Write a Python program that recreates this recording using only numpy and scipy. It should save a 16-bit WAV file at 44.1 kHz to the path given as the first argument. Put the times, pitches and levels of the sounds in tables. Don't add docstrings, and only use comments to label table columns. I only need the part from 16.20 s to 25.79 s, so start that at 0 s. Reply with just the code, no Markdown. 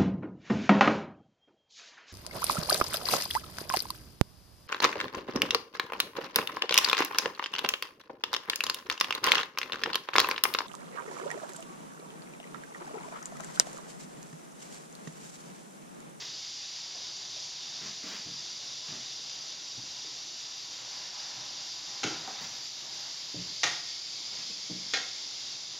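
import sys
import numpy as np
from scipy import signal
from scipy.fft import rfft, irfft
from scipy.io import wavfile

SR = 44100
rng = np.random.default_rng(int(sys.argv[2]) if len(sys.argv) > 2 else 0)


def transcribe(signal):
    frames = np.atleast_2d(signal).T
    limited = np.clip(frames, -1, 1)
    pcm = np.round(limited * 32767).astype(np.int16)
    wavfile.write(sys.argv[1], SR, pcm)


N = 422919
T = np.arange(N) / SR

# frequency in Hz, level in dB per Hz.
FLAME_SHAPE = [(25, -28), (45, -27), (58, -10), (98, -15), (126, 4), (220, -4.5), (330, 0.5), (470, -5.5),
               (750, -2.5), (1200, -5.5), (2200, -10.5), (5000, -32)]
HISS_SHAPE = [(300, -26), (1400, -19.5), (2300, -14), (3300, -5.5), (4300, -1.5), (5300, -5.5),
              (6100, -3.5), (6850, -9), (7300, -8.5), (8200, -21), (9300, -13), (11000, -14), (15500, -16)]
SCUFF_SHAPE = [(60, -19), (150, 9), (400, 2), (900, -2.5), (2200, 2), (4000, -3.5), (8000, -8.5),
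               (15500, -4)]
LEAF_SHAPE = [(100, -27.5), (450, -12), (750, 3), (1200, -3.5), (2000, -4.5), (4000, -14.5), (12000, -20.5)]
CRACK_SHAPE = [(60, -21), (250, -10.5), (450, -1), (800, -0.5), (1050, -4), (1400, 2), (2300, 0.5),
               (3000, 1), (4500, -2), (6500, -1.5), (7500, -13.5), (10000, -7.5), (15500, -25)]
# pitch in Hz, width in Hz, level from afar in dB, level from close by in dB.
JET_RESONANCES = [(2200, 150, -14.5, -8), (2795, 160, -6.5, -19), (3210, 170, -8.5, -6),
                  (3580, 176, 1, -0.5), (3764, 102, 1, -3), (4565, 320, -1.5, 2.5), (4747, 144, 6.5, 4.5),
                  (5020, 203, 3.5, 5.5), (5520, 166, 2.5, 2.5), (5820, 290, 1.5, -17),
                  (6530, 210, -7.5, -8), (7140, 180, -7.5, -18), (10170, 400, -3, -3.5)]
# multiple of the thump's pitch, level in dB per Hz.
THUMP_SHAPE = [(.12, -45), (.4, -20.5), (.7, -9), (1, 2), (1.35, -9.5), (2.1, -10), (3.5, -25.5), (10, -63)]
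# start in seconds, level in dB, pitch in Hz, seconds to fade by 60 dB.
THUMP_EVENTS = [(.75, -46.5, 662, 0.16), (1.165, -52, 610, 0.06), (1.615, -50, 135, 0.15),
                (1.838, -45, 258, 0.22), (2.058, -41, 142, 0.25), (2.064, -45, 258, 0.14),
                (2.702, -52, 140, 0.21), (2.99, -51, 228, 0.13), (3.576, -43, 132, 0.17),
                (3.843, -45, 364, 0.072), (5.846, -34, 166, 0.18), (6.077, -37, 728, 0.12),
                (6.26, -56, 109, 0.32), (7.143, -37.5, 272, 0.11), (7.147, -36.5, 114, .18),
                (7.172, -37.5, 177, 0.17), (7.445, -41, 150, 0.15), (8.298, -41.5, 209, 0.07),
                (8.497, -37.5, 303, 0.074), (8.506, -36.5, 182, 0.24)]
# start in seconds, length in seconds, level in dB, tilt towards treble in dB per octave.
SCUFF_EVENTS = [(0, 0.034, -38, 2), (1.607, 0.078, -43.5, -0.1), (1.83, 0.14, -41.5, 0.8),
                (1.871, 0.03, -43, 2), (2.68, 0.075, -44.5, -1.3), (6.075, 0.012, -39.5, 0),
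                (6.205, 0.036, -37, 7), (6.208, 0.049, -45, -1.5), (8.171, 0.054, -46.5, 0.5)]
# time of the strongest push and length in seconds, level in dB.
STIR_STROKES = [(5.074, 1.18, -51), (6.059, 0.99, -49.5), (6.856, 0.82, -55), (8.2, 0.18, -58)]
# pitch in Hz, seconds to fade by 60 dB,
# level in dB when struck on the wall, level in dB when struck on the rim.
POT_NOTES = [(797.4, 0.31, -5, -25), (1410, 0.24, -1, -27), (1615, 0.3, 0, -21), (1833, 0.21, -2.5, 1),
             (2160, 0.27, 4, -4), (2447, 0.15, 0, 6), (2750, 0.19, -7, -3), (3570, 0.61, -3, 0),
             (3400, .26, -4.5, 4.5), (4070, 0.23, 3, -9), (4450, .3, -8, -17), (4970, 0.24, -2, -28),
             (5500, 0.32, -11, 4), (5997, 0.12, -5, 18)]
# start in seconds, crack level in dB, crack tilt in dB per
# octave, ring level in dB, jolt level in dB, place from 0 (wall) to 1 (rim), seconds until the second
# contact, its level in dB compared with the first.
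SPATULA_HITS = [(5.8327, -29, -0.3, -54, -23.5, 0.83, 0.006, 7),
                (7.433, -25, 1, -35, -33, 0.46, 0.0059, 8.5),
                (8.7364, -27, 0.25, -34.5, -54, 0.069, 0.0048, -4)]
# time in seconds, closeness from 0 (far) to 1 (close).
MIC_CLOSENESS = [(0, 0.25), (3.5, 0), (6.5, 0.33), (7.7, 1), (8.7, 0.94), (9.59, 0.25)]
# frequency in Hz, gain in dB.
MIC_DULLING = [(7250, 0), (7600, -8), (8000, -20), (15000, -24)]


def undb(db):
    return 10 ** (np.asarray(db) / 20)


def unit(x):
    return x / np.sqrt(np.mean(x ** 2))


def curve(rows):
    return np.interp(T, *np.reshape(rows, (-1, 2)).T)


def add(track, start, x):
    i = max(int(start * SR), 0)
    track[i:i + len(x)] += x[:N - i]


def response(shape, size=8192):
    hz, db = np.transpose(shape)
    return undb(np.interp(np.log(np.arange(size // 2 + 1) * SR / size + 1), np.log(hz), db))


def colour(x, shape):
    cepstrum = irfft(np.log(response(shape)))
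    half = len(cepstrum) // 2
    cepstrum[1:half] *= 2
    cepstrum[half + 1:] = 0
    impulse = irfft(np.exp(rfft(cepstrum)))[:half]
    return signal.oaconvolve(x, impulse)[:len(x)]


def tilted(shape, tilt):
    return [(hz, db + tilt * np.log2(hz)) for hz, db in shape]


def burst(envelope, shape):
    gain = np.sqrt(np.mean(response(shape) ** 2))
    return colour(envelope * rng.standard_normal(len(envelope)), shape) / gain


def fade(t, fade_s):
    return (t >= 0) * np.exp(-np.log(1000) * np.abs(t) / fade_s)


def wander(per_s):
    values = rng.standard_normal(int(N / SR * per_s) + 2)
    return unit(np.interp(T * per_s, np.arange(len(values)), values))


def pops(per_s, spread_db):
    sizes = undb(spread_db * np.minimum(rng.exponential(size=N), 3))
    return unit((rng.random(N) < per_s / SR) * rng.standard_normal(N) * sizes)


def room(x, echo_db):
    t = T[:SR // 2 + SR // 4]
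    tail = rng.standard_normal(len(t)) * fade(t - .004, fade_s=0.53)
    impulse = undb(echo_db) * tail / np.linalg.norm(tail)
    impulse[0] = 1
    return signal.fftconvolve(x, impulse / np.linalg.norm(impulse))[:N]


def whistle(peak_s=6.9, peak_db=-51.5, rise_db_per_s=2.5, fall_db_per_s=14):
    band = [(9500, -46), (11300, -24), (11730, 15), (12100, -15), (14000, -46)]
    since_peak = T - peak_s
    swell_db = np.minimum(rise_db_per_s * since_peak, -fall_db_per_s * since_peak)
    return burst(undb(peak_db + swell_db + 1.5 * wander(per_s=10)), band)


def flame():
    roar = colour(rng.standard_normal(N), FLAME_SHAPE)
    return unit(room(roar, echo_db=-5.5)) * undb(-59 + 1.2 * wander(per_s=8.1))


def sizzle():
    shape = [(500, -32), (2000, -2), (4500, -4.5), (7000, -5.5), (12000, -26.5)]
    crackle = colour(pops(per_s=220, spread_db=3.5), shape)
    return unit(room(crackle, echo_db=3)) * undb(-58)


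def gas_hiss(far_db=-40.5, close_boost_db=2, flutter_db=0.48):
    rush = rng.standard_normal(N) + undb(-10) * pops(per_s=1500, spread_db=1)
    rush = room(rush, echo_db=-2)
    hz = np.geomspace(100, 16000, 600)
    shape_hz, shape_db = np.transpose(HISS_SHAPE)
    base_db = np.interp(np.log(hz), np.log(shape_hz), shape_db)
    power = np.tile(undb(base_db) ** 2, (2, 1))
    for centre_hz, width_hz, *levels_db in JET_RESONANCES:
        off_centre = (hz - centre_hz) / (0.67 * width_hz)
        power += undb(levels_db)[:, None] ** 2 / (1 + off_centre ** 2) ** 2
    far, near = (unit(colour(rush, np.c_[hz, 10 * np.log10(row)])) for row in power)
    closeness = curve(MIC_CLOSENESS)
    level_db = far_db + close_boost_db * closeness + flutter_db * wander(per_s=13)
    return (far + closeness * (near - far)) * undb(level_db)


def thump(pitch_hz, fade_s):
    t = T[:SR // 2]
    note = np.sin(2 * np.pi * pitch_hz * t) * fade(t, 0.5 * fade_s) * np.minimum(t * pitch_hz, 1)
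    shudder = burst(fade(t, fade_s), [(multiple * pitch_hz, db) for multiple, db in THUMP_SHAPE])
    return 1.25 * note + 0.77 * shudder


def thumps_and_scuffs():
    thumps, scuffs, t = np.zeros(N), np.zeros(N), T[:SR // 2]
    for start, db, pitch_hz, fade_s in THUMP_EVENTS:
        add(thumps, start, undb(db) * thump(pitch_hz, fade_s))
    grit = undb(2.1 * wander(per_s=150))
    for start, length, db, tilt in SCUFF_EVENTS:
        push = np.minimum(t / 0.004, 1) * fade(np.maximum(t - length, 0), 0.01)
        push *= grit[int(start * SR):][:len(t)]
        add(scuffs, start, undb(db) * burst(push, tilted(SCUFF_SHAPE, tilt)))
    return room(thumps, echo_db=-2) + room(scuffs, echo_db=1.5)


def wet_leaves(settle_db=-61, close_change_db=-7.5, rise_share=0.59):
    clicks = pops(per_s=900, spread_db=-0.5) * undb(1.2 * wander(per_s=22))
    squelch = colour(clicks, LEAF_SHAPE)
    power = undb(settle_db + close_change_db * curve(MIC_CLOSENESS)) ** 2
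    for peak_s, length, db in STIR_STROKES:
        start, end = peak_s - rise_share * length, peak_s + (1 - rise_share) * length
        power += undb(db) ** 2 * np.interp(T, [start, peak_s, end], [0, 1, 0])
    return unit(room(squelch, echo_db=9.5)) * np.sqrt(power)


def spatula_clanks():
    cracks, rings, jolts, t = np.zeros(N), np.zeros(N), np.zeros(N), T[:SR]
    for start, crack_db, tilt, ring_db, jolt_db, place, again_s, again_db in SPATULA_HITS:
        contacts = fade(t, 0.036) + undb(again_db) * fade(t - again_s, 0.024)
        chatter = fade(t, 0.095)
        add(cracks, start, undb(crack_db) * burst(contacts + chatter, tilted(CRACK_SHAPE, tilt)))
        add(jolts, start + 0.012, undb(jolt_db) * thump(pitch_hz=300, fade_s=0.056))
        for hz, fade_s, wall_db, rim_db in POT_NOTES:
            twin_hz = hz * (1 + 0.013 * rng.standard_normal())
            twin = np.sin(2 * np.pi * (twin_hz * t + rng.random()))
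            pair = np.sin(2 * np.pi * hz * t) + .5 * twin
            note_db = ring_db + wall_db + place * (rim_db - wall_db)
            add(rings, start, rng.choice([-1, 1]) * undb(note_db) * pair * fade(t, fade_s))
    bounce = np.zeros(N)
    add(bounce, .035, undb(-8) * cracks)
    return room(cracks + bounce, echo_db=-1) + room(rings, echo_db=-8.5) + room(jolts, echo_db=0)


def scene():
    cooking = flame() + sizzle() + wet_leaves() + spatula_clanks() + thumps_and_scuffs()
    middle = gas_hiss() + whistle() + cooking
    spread = undb(-31) * colour(room(cooking, echo_db=21), [(1000, 8.5), (2200, -11.5)])
    return np.array([middle + spread, middle - spread])


def record(dry, top_hz=15750):
    dull = np.array([colour(channel, MIC_DULLING) for channel in dry])
    return signal.sosfilt(signal.ellip(10, .1, 70, top_hz, fs=SR, output="sos"), dull)


dry = scene()
out = record(dry)
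transcribe(out)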